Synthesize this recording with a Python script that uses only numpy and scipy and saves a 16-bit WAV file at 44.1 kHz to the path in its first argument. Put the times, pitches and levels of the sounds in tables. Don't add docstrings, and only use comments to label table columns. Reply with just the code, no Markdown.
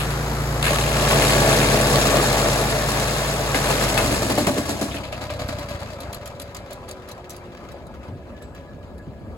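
import sys
import numpy as np
from scipy import signal
from scipy.fft import rfft, irfft, next_fast_len
from scipy.io import wavfile
from scipy.ndimage import uniform_filter1d, map_coordinates

SR = 44100
rng = np.random.default_rng(int(sys.argv[2]) if len(sys.argv) > 2 else 0)


def transcribe(signal):
    frames = np.atleast_2d(signal).T
    limited = np.clip(frames, -1, 1)
    pcm = np.round(limited * 32767).astype(np.int16)
    wavfile.write(sys.argv[1], SR, pcm)


N = 413216
T = np.arange(N) / SR
FIRST_BITE_S, IGNITION_OFF_S = 0.627, 4.0
UNPOWERED_S = np.maximum(T - IGNITION_OFF_S, 0)
CLICK_LIFT_DB = 22

# moment of one completed cycle [s], engine cycles a second [1/s],
# moment the drag sets in [s], cycles a second lost each second [1/s^2]
COAST = (4.945, 11.4, 5.2, 3.57)
# t [s], strength [dB]
KNOCKS = [(4.04, -12.5), (4.112, -12), (4.217, -9.5), (4.294, -5.5), (4.374, -2.5), (4.465, -1.5),
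          (4.572, -10), (4.687, -10), (4.81, -11.5), (4.943, -37)]
# t [s], first valve [dB], second valve [dB]
SPITS = [(5.4797, -41, -47), (5.587, -38, -46), (5.6903, -43, -48), (5.7995, -51, -57), (5.912, -53, -49),
         (6.0027, -34.5, -56), (6.1268, -32.5, -34), (6.256, -34.5, -35), (6.396, -34, -36.5),
         (6.545, -38, -35.5), (6.705, -43, -35.5), (6.885, -37, -35), (7.0864, -38, -37)]
# f [Hz], relative level per Hz [dB]
WOOD = [(30, -35), (90, -14.5), (190, -0.5), (350, -2), (460, -2.5), (620, 0), (760, -2.5), (1100, -8.5),
        (1800, -12), (3000, -17), (6000, -26)]
# f [Hz], relative level per Hz [dB]
CHIPS = [(200, -37), (900, 2.5), (2200, -2), (3000, -1), (4000, 3.5), (5500, 0.5), (7500, 0), (10000, 1),
         (13000, -11), (16000, -17)]
# f [Hz], relative level per Hz [dB]
BUMP = [(25, -29), (65, -1), (100, 5.5), (160, -2.5), (270, -8.5), (450, -17), (1200, -69)]
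# f [Hz], width [Hz], lift [dB]
GUARD = [(440, 55, 4.5), (487, 21, 2), (588, 45, 9), (662, 29, 8), (833, 46, 5.5), (1123, 45, 9),
         (1210, 40, 3), (1638, 36, 5.5), (1749, 41, 8.5), (2140, 45, 6.5), (2440, 74, 6), (2710, 54, 6.5)]
# f [Hz], width [Hz], lift [dB]
COVERS = [(572, 73, 4.7), (993, 24, 8.1), (1247, 165, 6.2), (1650, 22, 9.1), (2127, 23, 8.9), (2363, 39, 8),
          (2620, 41, 8.3), (3990, 67, 6.5), (4700, 53, 9.5)]


def amp(db):
    return 10 ** (np.asarray(db) / 20)


def unit(x):
    return x / np.sqrt(np.mean(x ** 2) + 1e-20)


def along(points, hz):
    f, v = np.transpose(points)
    return np.interp(np.log(hz + 1), np.log(f + 1), v)


def curves(rows):
    s, *cols = np.transpose(rows)
    return [np.interp(T, s, c) for c in cols]


def wobble(rate):
    coarse = T[::32]
    knots = rng.standard_normal(int(N * rate / SR) + 4)
    return np.interp(T, coarse, map_coordinates(knots, [coarse * rate], order=2))


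def noise():
    return rng.standard_normal((2, N))


def heard(pair, spectrum, modes=()):
    # f [Hz], likeness [0-1]
    alike = [(100, 0.89), (600, 0.87), (1200, 0.6), (2000, 0.42), (4000, 0.25), (5800, 0.27), (7000, 1),
             (16000, 1)]
    # f [Hz], left minus right [dB]
    lean = [(100, 1), (400, 0), (700, 1.5), (1200, 4.5), (2200, 3.5), (4500, 1.5), (8000, -0.5)]
    # f [Hz], lead [rad]
    lead = [(0, 0), (1200, .8), (2000, 1.5), (3000, 3), (4400, 5.5), (5600, 3.1), (6900, 0), (16100, -12.5)]
    m = 2 * next_fast_len(N // 2 + 8192)
    hz = np.fft.rfftfreq(m, 1 / SR)
    db = along(spectrum, hz)
    for centre, width, lift in modes:
        db = db + lift / (1 + (2 * (hz - centre) / width) ** 2)
    cepstrum = irfft(np.log(unit(amp(db)) + 1e-6), m)
    colour = np.exp(rfft(2 * cepstrum[:m // 2], m) - cepstrum[0])
    a, b = rfft(pair, m) * colour
    turn = np.arccos(np.clip(along(alike, hz), 0, .99)) / 2
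    common, opposed = a * np.cos(turn), b * np.sin(turn)
    port = amp(along(lean, hz) / 2) * np.exp(.5j * np.interp(hz, *np.transpose(lead)))
    return irfft([(common + opposed) * port, (common - opposed) / port], m)[:, :N]


def swells(times, levels_db, rise, t60):
    t = np.arange(SR // 2) / SR
    shape = (1 - np.exp(-(t / rise) ** 2)) * amp(-60 * t / t60)
    power = np.zeros(N + SR)
    for s, db in zip(times, levels_db):
        power[round(s * SR):][:len(t)] += (amp(db) * shape / shape.max()) ** 2
    return np.sqrt(power[:N])


def grains(rate, spread_db, life):
    sizes = amp(spread_db * np.minimum(rng.exponential(size=N), 5)) ** 2
    hits = (rng.random(N) < rate / SR) * sizes
    power = signal.lfilter([1], [1, -np.exp(-1 / (life * SR))], hits)
    return unit(noise() * np.sqrt(power))


def pings(rate, pitch_hz, spread, periods, spread_db):
    count = int(rate * N / SR)
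    when, size, place = rng.random((count, 3)).T
    hz = np.clip(pitch_hz * np.exp(spread * rng.standard_normal((count, 1))), 300, 14000)
    t = T[:SR // 100]
    strength = amp(spread_db * np.minimum(-np.log(1 - size), 4))[:, None] * np.sqrt(hz)
    rings = strength * np.sin(2 * np.pi * hz * t) * np.exp(-hz * t / periods)
    index = ((when * N).astype(int)[:, None] + np.arange(len(t))).ravel()
    pair = []
    for side in (np.cos, np.sin):
        placed = rings * side(2 * np.pi * place)[:, None]
        pair.append(np.bincount(index, placed.ravel(), N)[:N])
    return unit(np.array(pair))


def patchy(pair, depth_db):
    z = signal.stft(pair, nperseg=512)[2]
    field = uniform_filter1d(rng.standard_normal(z.shape[1:]), size=5, axis=0)
    field = uniform_filter1d(field, size=5, axis=1)
    return unit(signal.istft(z * amp(depth_db * unit(field)), nperseg=512)[1][:, :N])


def beat(turns, sharpness):
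    return unit(np.exp(-sharpness * (turns % 1)))


def orders(turns, table, rough, drift):
    total = 0
    for k, db in table:
        strength = amp(db) * (1 + rough * wobble(22.03))
        phase = 2 * np.pi * (round(k) * turns + rng.random()) + drift * k * wobble(9)
        total = total + strength * np.sin(phase)
    return total * np.sqrt(2)


def loaded(law):
    # t [s], load [dB]
    load = [(0.55, -26.5), (0.69, -24.5), (0.9, -25), (1.14, -19.5), (2.15, -20), (2.88, -26), (2.89, -24),
            (3.45, -28), (3.6, -25.5), (3.95, -24)]
    full_db, slope, fade = law
    load_db, = curves(load)
    return full_db + slope * (load_db - load_db.max()) - fade * UNPOWERED_S


def slowing(motion):
    _, rate, drag_s, drag = motion
    return np.maximum(rate - drag * np.maximum(T - drag_s, 0), 0)


def turned(rate, whole_s):
    turns = np.cumsum(rate) / SR
    return turns - np.interp(whole_s, T, turns)


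def passes(turns, from_s):
    return T[(np.diff(np.floor(turns), prepend=np.inf) > 0) & (T > from_s)]


def stroke_levels(times):
    # t [s], rattle [dB], chuff before its offsets [dB]
    strengths = [(4.95, -36.5, -32.5), (5.45, -31, -27.5), (5.9, -38.5, -33), (6.13, -42, -34),
                 (7.3, -42.5, -41), (7.6, -65, -47)]
    s, *cols = np.transpose(strengths)
    return [np.interp(times, s, c) for c in cols]


def cutter(teeth):
    # multiple of the tooth rate [1], relative level [dB]
    tooth_orders = [(1, -21), (2, -2.5), (3, -5.5), (4, -6.5), (5, -10), (6, -7.5), (7, -7)]
    # base at full load [dB], slope [dB per dB of load], fade after the ignition cut [dB/s]
    hum_law = (-26, 1.48, 21)
    tearing_law = (-20, 1, 12)
    chip_law = (-27.5, 0.95, 11.6)
    wheel_clear_s = 4.97
    wood_db, chips_db = loaded(tearing_law), loaded(chip_law)
    going_in = np.clip((T - FIRST_BITE_S) / 0.02, 0, 1)
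    biting = going_in * np.clip((wheel_clear_s - T) / 0.19 + .5, 0, 1)
    hum = amp(loaded(hum_law)) * orders(teeth, tooth_orders, rough=0.16, drift=0.076)

    tearing = amp(wood_db + 0.7 * wobble(30)) * beat(teeth, sharpness=1.0) * patchy(noise(), depth_db=2)
    splinters = pings(rate=750, pitch_hz=2400, spread=0.3, periods=7.0, spread_db=2.1)
    splinters = amp(chips_db - 5.5) * splinters

    flung = 0.63 * noise() + 0.7 * grains(rate=600, spread_db=2.2, life=0.001)
    flung = flung + .35 * pings(rate=700, pitch_hz=5936, spread=.45, periods=22, spread_db=1.5)
    spray_level = amp(chips_db + 3.5 + 1.25 * wobble(45))
    spray = spray_level * beat(teeth / 2, sharpness=0.32) * flung
    return hum + heard(biting * tearing, WOOD, GUARD) + heard(biting * (spray + splinters), CHIPS, GUARD)


def chops(teeth):
    # f [Hz], relative level per Hz [dB]
    crack_spectrum = [(300, -15), (900, -4), (1700, -2.5), (2700, 1.5), (4200, -4), (5500, -17),
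                      (10000, -5), (16000, -29)]
    # t [s], level [dB]
    depth_levels = [(0.627, -13.5), (0.71, -17), (0.9, -22), (1.25, -17.5), (2.1, -28), (2.9, -39),
                    (3.45, -36), (3.65, -19), (4.0, -29), (4.5, -26)]
    # t [s], peak level [dB]
    hard_chops = [(1.1104, -16), (1.221, -13), (1.249, -15), (1.3036, -13), (1.332, -17), (1.528, -17)]
    # t [s], level before the tooth gate [dB], t60 [s]
    grazes = [(0.0, -26, 0.32), (0.103, -31, 0.18)]
    shallow_tooth_db, scatter_db = -8.5, 1
    times = passes(teeth - np.interp(FIRST_BITE_S, T, teeth), FIRST_BITE_S - 1 / SR)
    times = times[times < depth_levels[-1][0]]
    scatter = np.clip(rng.standard_normal(N)[:len(times)], -2, 2)
    levels_db = np.interp(times, *np.transpose(depth_levels)) + scatter_db * scatter
    levels_db = levels_db + shallow_tooth_db * (np.arange(len(times)) % 2)
    s, db = np.vstack([np.c_[times, levels_db], hard_chops]).T
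    cracks = swells(s, db, rise=0.0005, t60=0.022)
    skims = sum(swells([s], [db], rise=0.0013, t60=t60) for s, db, t60 in grazes)
    skims = skims * beat(2 * teeth, sharpness=1.7)
    return heard((cracks + skims) * noise(), crack_spectrum, GUARD)


def knocks():
    # t [s], strength [dB]
    bites = [(3.546, -5), (3.654, -9), (3.698, -4), (3.809, -7.5), (3.974, -6.5)]
    # f [Hz], relative level per Hz [dB]
    boom_spectrum = [(60, -24), (150, -7), (205, 0.5), (245, 1.5), (290, 3), (380, -4), (520, -23),
                     (1200, -52)]
    grit_db, boom_db = -23.5, -21
    turns, turns_db = np.transpose(KNOCKS)
    s, db = np.vstack([bites, KNOCKS]).T
    jolts = swells(s, db - 13.5, rise=0.0038, t60=0.15) * noise()
    grit = swells(s, grit_db + 0.46 * db, rise=0.0034, t60=0.24)
    grit = grit * grains(rate=1600, spread_db=2.0, life=0.00097)
    boom = swells(turns, boom_db + 0.36 * turns_db, rise=0.0026, t60=0.44) * noise()
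    return heard(jolts, WOOD, GUARD) + heard(grit, CHIPS) + heard(boom, boom_spectrum)


def arm():
    # f before scatter [Hz], relative level before scatter [dB], t60 [s]
    modes = [(208, 0, 0.14), (285, 0.5, 0.17), (385, -8, .08), (495, -8.5, .08), (588, 1, 0.11),
             (663, -12, 0.065)]
    arm_db, arm_slope = -22.5, 0.25
    t = T[:SR // 4]
    onset = 1 - np.exp(-(t / 0.0045) ** 2)
    out = np.zeros(N)
    for s, db in KNOCKS:
        ring = 0
        for hz, mode_db, t60 in modes:
            decay = amp(mode_db + rng.normal(0, 1.8) - 60 * t / t60)
            ring = ring + decay * np.sin(2 * np.pi * (hz * rng.normal(1, 0.017) * t + rng.random()))
        out[round(s * SR):][:len(t)] += amp(arm_db + arm_slope * db) * onset * ring
    return out


def clanks():
    # t [s], strike level [dB]
    clank_table = [(0.641, -19), (0.665, -15.5), (1.6137, -18), (3.544, -18.5), (3.976, -16), (4.943, -31),
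                   (5.8044, -42)]
    # f [Hz], relative level per Hz [dB]
    steel_spectrum = [(400, -21), (1000, 6.5), (1800, 7), (2700, 3), (4000, -1.5), (6000, -16), (10000, 8),
                      (16000, -21)]
    s, db = np.transpose(clank_table)
    steel = pings(rate=2900, pitch_hz=2880, spread=0.415, periods=61, spread_db=-2.0)
    steel = 0.53 * noise() + .6 * steel
    strikes = swells(s, db, rise=0.00061, t60=0.037)
    chatter = swells(s, db - 12, rise=0.016, t60=0.12)
    return heard((strikes + chatter) * steel, steel_spectrum, COVERS)


def brushing():
    # t [s], peak level [dB]
    brushes = [(4.905, -35), (4.955, -35), (5.03, -38), (5.12, -38), (5.203, -44), (5.288, -36),
               (5.38, -43)]
    # f [Hz], relative level per Hz [dB]
    brush_spectrum = [(600, -22), (1500, -10), (2600, 13), (4500, 1), (5500, -13), (7000, -15),
                      (12000, -20), (16000, -28)]
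    chips = 0.6 * noise() + 0.8 * grains(rate=700, spread_db=1.6, life=0.001)
    chips = patchy(chips, depth_db=3.5)
    return heard(swells(*np.transpose(brushes), rise=0.0073, t60=0.2) * chips, brush_spectrum)


def engine(cycles):
    # t [s], level [dB]
    throb_levels = [(0.1, -24.5), (0.32, -24), (1.26, -21.5), (3.37, -27), (3.95, -25.5)]
    # multiple of the cycle rate [1], relative level [dB]
    exhaust_orders = [(2, 0), (3, -37), (4, -4), (5, -1), (6, -19.5), (7, -42), (8, -45), (10, -24),
                      (13, -12.5)]
    # base at full load [dB], slope [dB per dB of load], fade after the ignition cut [dB/s]
    clatter_law = (-26, 0.32, 26)
    # f [Hz], relative level per Hz [dB]
    clatter_spectrum = [(30, -41), (90, -7.5), (160, 5.5), (300, -9), (480, 1), (800, -2), (1300, -3.5),
                        (2300, -10), (3000, -14.5), (4200, -13.5), (5500, -15.5), (9000, -19),
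                        (12000, -20.5), (16000, -30)]
    throb_db, throb_fade_db_per_s = -5, 57
    exhaust_db = curves(throb_levels)[0] + throb_db - throb_fade_db_per_s * UNPOWERED_S
    throb = amp(exhaust_db) * orders(cycles, exhaust_orders, rough=0.019, drift=0.022)
    clatter = amp(loaded(clatter_law)) * beat(2 * cycles, sharpness=0.51) * noise()
    return throb + heard(clatter, clatter_spectrum)


def chuffs(cycles):
    # share of the cycle [1], relative level [dB]
    puff_table = [(0.24, -0.5), (.6, 1), (.94, -6.5)]
    # f [Hz], relative level per Hz [dB]
    chuff_spectrum = [(25, -35), (50, -5.5), (85, 0.5), (130, -1.5), (200, -23), (400, -36), (1500, -48),
                      (6000, -83)]
    starts = passes(cycles, IGNITION_OFF_S)
    levels_db = stroke_levels(starts)[1] + 6 * np.maximum(COAST[0] - starts, 0)
    puffs = np.zeros((2, N))
    for share, db in puff_table:
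        at = ((starts[:-1] + share * np.diff(starts)) * SR).astype(int)
        puffs[0, at] = amp(levels_db[:-1] + db + 27 + rng.normal(0, 1, len(at)))
    return heard(puffs, chuff_spectrum)


def coasting(cycles):
    # f [Hz], relative level per Hz [dB]
    rattle_spectrum = [(100, 0.5), (300, 5.5), (480, -25), (590, 11.5), (780, -2.5), (1200, -5.5),
                       (2100, -6.5), (3000, -11), (4200, -7.5), (6000, -14.5), (10000, -18), (16000, -31)]
    # f [Hz], relative level per Hz [dB]
    spit_spectrum = [(500, -11), (2000, -9), (4000, 6), (5500, 3), (7500, 4.5), (11000, 6), (16000, -8)]
    # t [s], peak level [dB]
    scrapes = [(4.655, -36), (7.2936, -38.5), (7.302, -33), (7.329, -44), (7.362, -39.5), (7.7162, -49.5),
               (7.866, -51), (8.4203, -45), (8.547, -55), (8.978, -51)]
    # t [s], f [Hz], level [dB], t60 [s]
    squeak_table = [(7.301, 5900, -41, 0.065), (7.303, 6310, -42, 0.065), (7.55, 1700, -48, .2),
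                    (8.345, 1700, -48, 0.22), (8.4, 1720, -43, .15), (8.419, 7714, -56, .3),
                    (8.67, 1690, -52, .25), (8.99, 1670, -50, 0.25)]
    spit_share = 0.13
    strokes = passes(cycles, from_s=4.9)
    loose = 0.8 * noise() + 1.15 * grains(rate=300, spread_db=2.4, life=.002)
    rattle = swells(strokes, stroke_levels(strokes)[0], rise=0.0027, t60=0.45) * loose

    first, first_db, second_db = np.transpose(SPITS)
    second = first + spit_share * np.gradient(first)
    bursts = swells(np.r_[first, second], np.r_[first_db, second_db], rise=0.0023, t60=0.047)
    bursts = bursts + swells(*np.transpose(scrapes), rise=0.0019, t60=0.057)
    hiss = 0.65 * noise() + 0.7 * grains(rate=800, spread_db=1.6, life=0.0008)
    hiss = hiss + 0.3 * pings(rate=1400, pitch_hz=3500, spread=0.3, periods=14, spread_db=1)
    spits = bursts * patchy(hiss, depth_db=4.5)

    squeaks = 0
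    for s, hz, db, t60 in squeak_table:
        tone = np.sin(2 * np.pi * hz * T + 0.97 * wobble(110))
        squeaks = squeaks + swells([s], [db], rise=0.0042, t60=t60) * tone
    squeaks = squeaks * amp(2.9 * wobble(45))
    return heard(rattle, rattle_spectrum, COVERS) + heard(spits, spit_spectrum, COVERS) + squeaks


def loose_parts(cycles):
    # t [s], peak level [dB], t60 [s]
    rattle_table = [(7.5296, -55, .09), (7.548, -45, 0.089), (7.5701, -45, 0.078), (7.6384, -45, 0.13),
                    (7.6858, -44, 0.15), (8.03, -44.5, 0.087), (8.0784, -51, .15), (8.3638, -48, 0.2),
                    (8.414, -48, 0.25), (8.5473, -46.5, 0.41), (8.828, -49, 0.14)]
    # f [Hz], relative level per Hz [dB]
    tick_spectrum = [(300, -18), (900, 6.5), (1900, 3.5), (3000, 0.5), (4500, -9), (6000, -6.5),
                     (9000, -15), (16000, -18)]
    from_s, ticks_per_s, loudest_db, fade_db_per_s = 5.4, 26, -37, 6
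    rocker_share, rocker_db = .74, -47
    span_s = T[-1] - from_s
    place, size = rng.random((int(ticks_per_s * span_s), 2)).T
    after = place * span_s
    ticks_db = loudest_db - fade_db_per_s * after - 8 * size
    ticks = swells(from_s + after, ticks_db, rise=0.00084, t60=0.098)
    rockers = passes(cycles - rocker_share, from_s)
    clacks = swells(rockers, np.full(len(rockers), rocker_db), rise=0.0015, t60=0.18)
    rattles = sum(swells([s], [db], rise=0.00094, t60=t60) for s, db, t60 in rattle_table)
    spit_s, _, spit_db = np.transpose(SPITS)
    shaken = swells(spit_s, spit_db - 6, rise=0.004, t60=0.13)
    contacts = 0.6 * noise() + 0.8 * grains(rate=450, spread_db=1.8, life=0.0012)
    contacts = contacts + 0.4 * pings(rate=500, pitch_hz=4100, spread=0.2, periods=22, spread_db=1.5)
    envelope = np.sqrt(ticks ** 2 + clacks ** 2 + rattles ** 2 + shaken ** 2)
    return heard(envelope * contacts, tick_spectrum, COVERS)


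def pulley():
    # multiple of its turns [1], relative level [dB]
    whir_orders = [(6, -0.5), (8, -10), (9, 5), (10, 3), (11, 0.5), (12, 4), (13, 2), (14, -5), (15, -1.5),
                   (16, -1.5), (17, -1.5), (18, -1), (20, -0.5), (24, -10)]
    # f [Hz], width [Hz], relative gain [dB]
    frame_modes = [(234, 36, -7.5), (365, 26, 0), (493.5, 22, -2.5), (561, 46, 0.5), (598, 23, 0.5),
                   (685, 14, 2.5), (1010, 32, -17)]
    turns_per_s, slows_s = 57.78, 9.0
    level_db, fade_db_per_s = -35, 3
    rate = turns_per_s * np.exp(-UNPOWERED_S / slows_s)
    fade_in = np.minimum(UNPOWERED_S / 1.0, 1)
    level = fade_in * amp(level_db - fade_db_per_s * UNPOWERED_S)
    whir = unit(orders(np.cumsum(rate) / SR, whir_orders, rough=0.36, drift=0.028))
    drive = whir + 2.0 * rng.standard_normal(N)
    f = np.fft.rfftfreq(N, 1 / SR)
    ring = 0
    for k, (c, w, gain_db) in enumerate(frame_modes):
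        ring = ring + (-1) ** k * amp(gain_db) * 1j * f * w / (c * c - f * f + 1j * f * w)
    return level * unit(irfft(rfft(drive) * ring, N))


def squeal():
    # t [s], level [dB]
    squeal_levels = [(7.4, -75), (7.9, -62.5), (8.4, -65), (8.7, -63), (9.37, -64)]
    tone = np.sin(2 * np.pi * 1676 * T + 1.4 * wobble(80))
    return amp(curves(squeal_levels)[0] + 4.5 * wobble(22)) * tone


def shudder():
    from_s, to_s, slips_per_s, shudder_db = 8.085, 8.168, 120, -30
    times = np.arange(from_s, to_s, 1 / slips_per_s)
    times = times + (rng.random(len(times)) - .5) / slips_per_s
    slips = np.zeros((2, N))
    slips[0, (times * SR).astype(int)] = amp(shudder_db + CLICK_LIFT_DB)
    return heard(slips, BUMP)


def garden():
    # t [s], level of push and shudder [dB], t60 of the shudder [s]
    thuds = [(8.502, -39, .1), (8.829, -37, 0.11), (9.072, -29, 0.15), (9.212, -30.5, .12),
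             (9.273, -32, 0.17)]
    # t [s], level [dB]
    rumble_levels = [(5.0, -39), (6.1, -42), (7.3, -44.5), (7.8, -40), (9.37, -39)]
    # f [Hz], relative level per Hz [dB]
    rumble_spectrum = [(20, -29), (45, -1.5), (70, 4.5), (130, -5.5), (240, -3.5), (350, -13.5),
                       (600, -8.5), (1500, -52.5)]
    # f [Hz], relative level per Hz [dB]
    air_spectrum = [(100, -2), (350, 3.5), (550, 3.5), (800, 5.5), (1200, -1.5), (1700, -4.5), (2500, -10),
                    (4500, -16), (6000, -22), (10000, -24), (16000, -40)]
    air_db, air_fade_db_per_s = -37.5, 2.5
    bumps = sum(swells([s], [db], rise=0.0024, t60=t60) for s, db, t60 in thuds) * noise()
    for s, db, _ in thuds:
        bumps[0, round(s * SR)] += amp(db + CLICK_LIFT_DB)
    rumble = amp(curves(rumble_levels)[0] + 1.1 * wobble(16)) * noise()
    air_level = amp(air_db - air_fade_db_per_s * UNPOWERED_S + 1.3 * wobble(16))
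    air = air_level * patchy(noise(), depth_db=2.5)
    return heard(bumps, BUMP) + heard(rumble, rumble_spectrum) + heard(air, air_spectrum, COVERS)


def scene():
    # t [s], engine cycles a second [1/s]
    speed = [(0, 28.5), (.9, 28.5), (1.2, 27.3), (1.6, 26.6), (2.35, 26), (2.85, 27.5), (3.05, 27),
             (3.3, 28.1), (3.5, 27), (3.68, 27.2), (3.95, 25.2)]
    spin_down_s = 1.2
    powered = curves(speed)[0] * np.exp(-UNPOWERED_S / spin_down_s)
    cycles = turned(np.where(T < COAST[0], powered, slowing(COAST)), COAST[0])
    teeth = cycles * 8 / 3
    cutting = cutter(teeth) + chops(teeth) + knocks() + arm() + clanks() + brushing()
    motor = engine(cycles) + chuffs(cycles) + coasting(cycles) + loose_parts(cycles)
    return cutting + motor + pulley() + squeal() + shudder() + garden()


def record(dry):
    top_hz = 16000
    m = next_fast_len(N + 8192)
    return irfft(rfft(dry, m) * (np.fft.rfftfreq(m, 1 / SR) < top_hz), m)[:, :N]


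dry = scene()
out = record(dry)
transcribe(out)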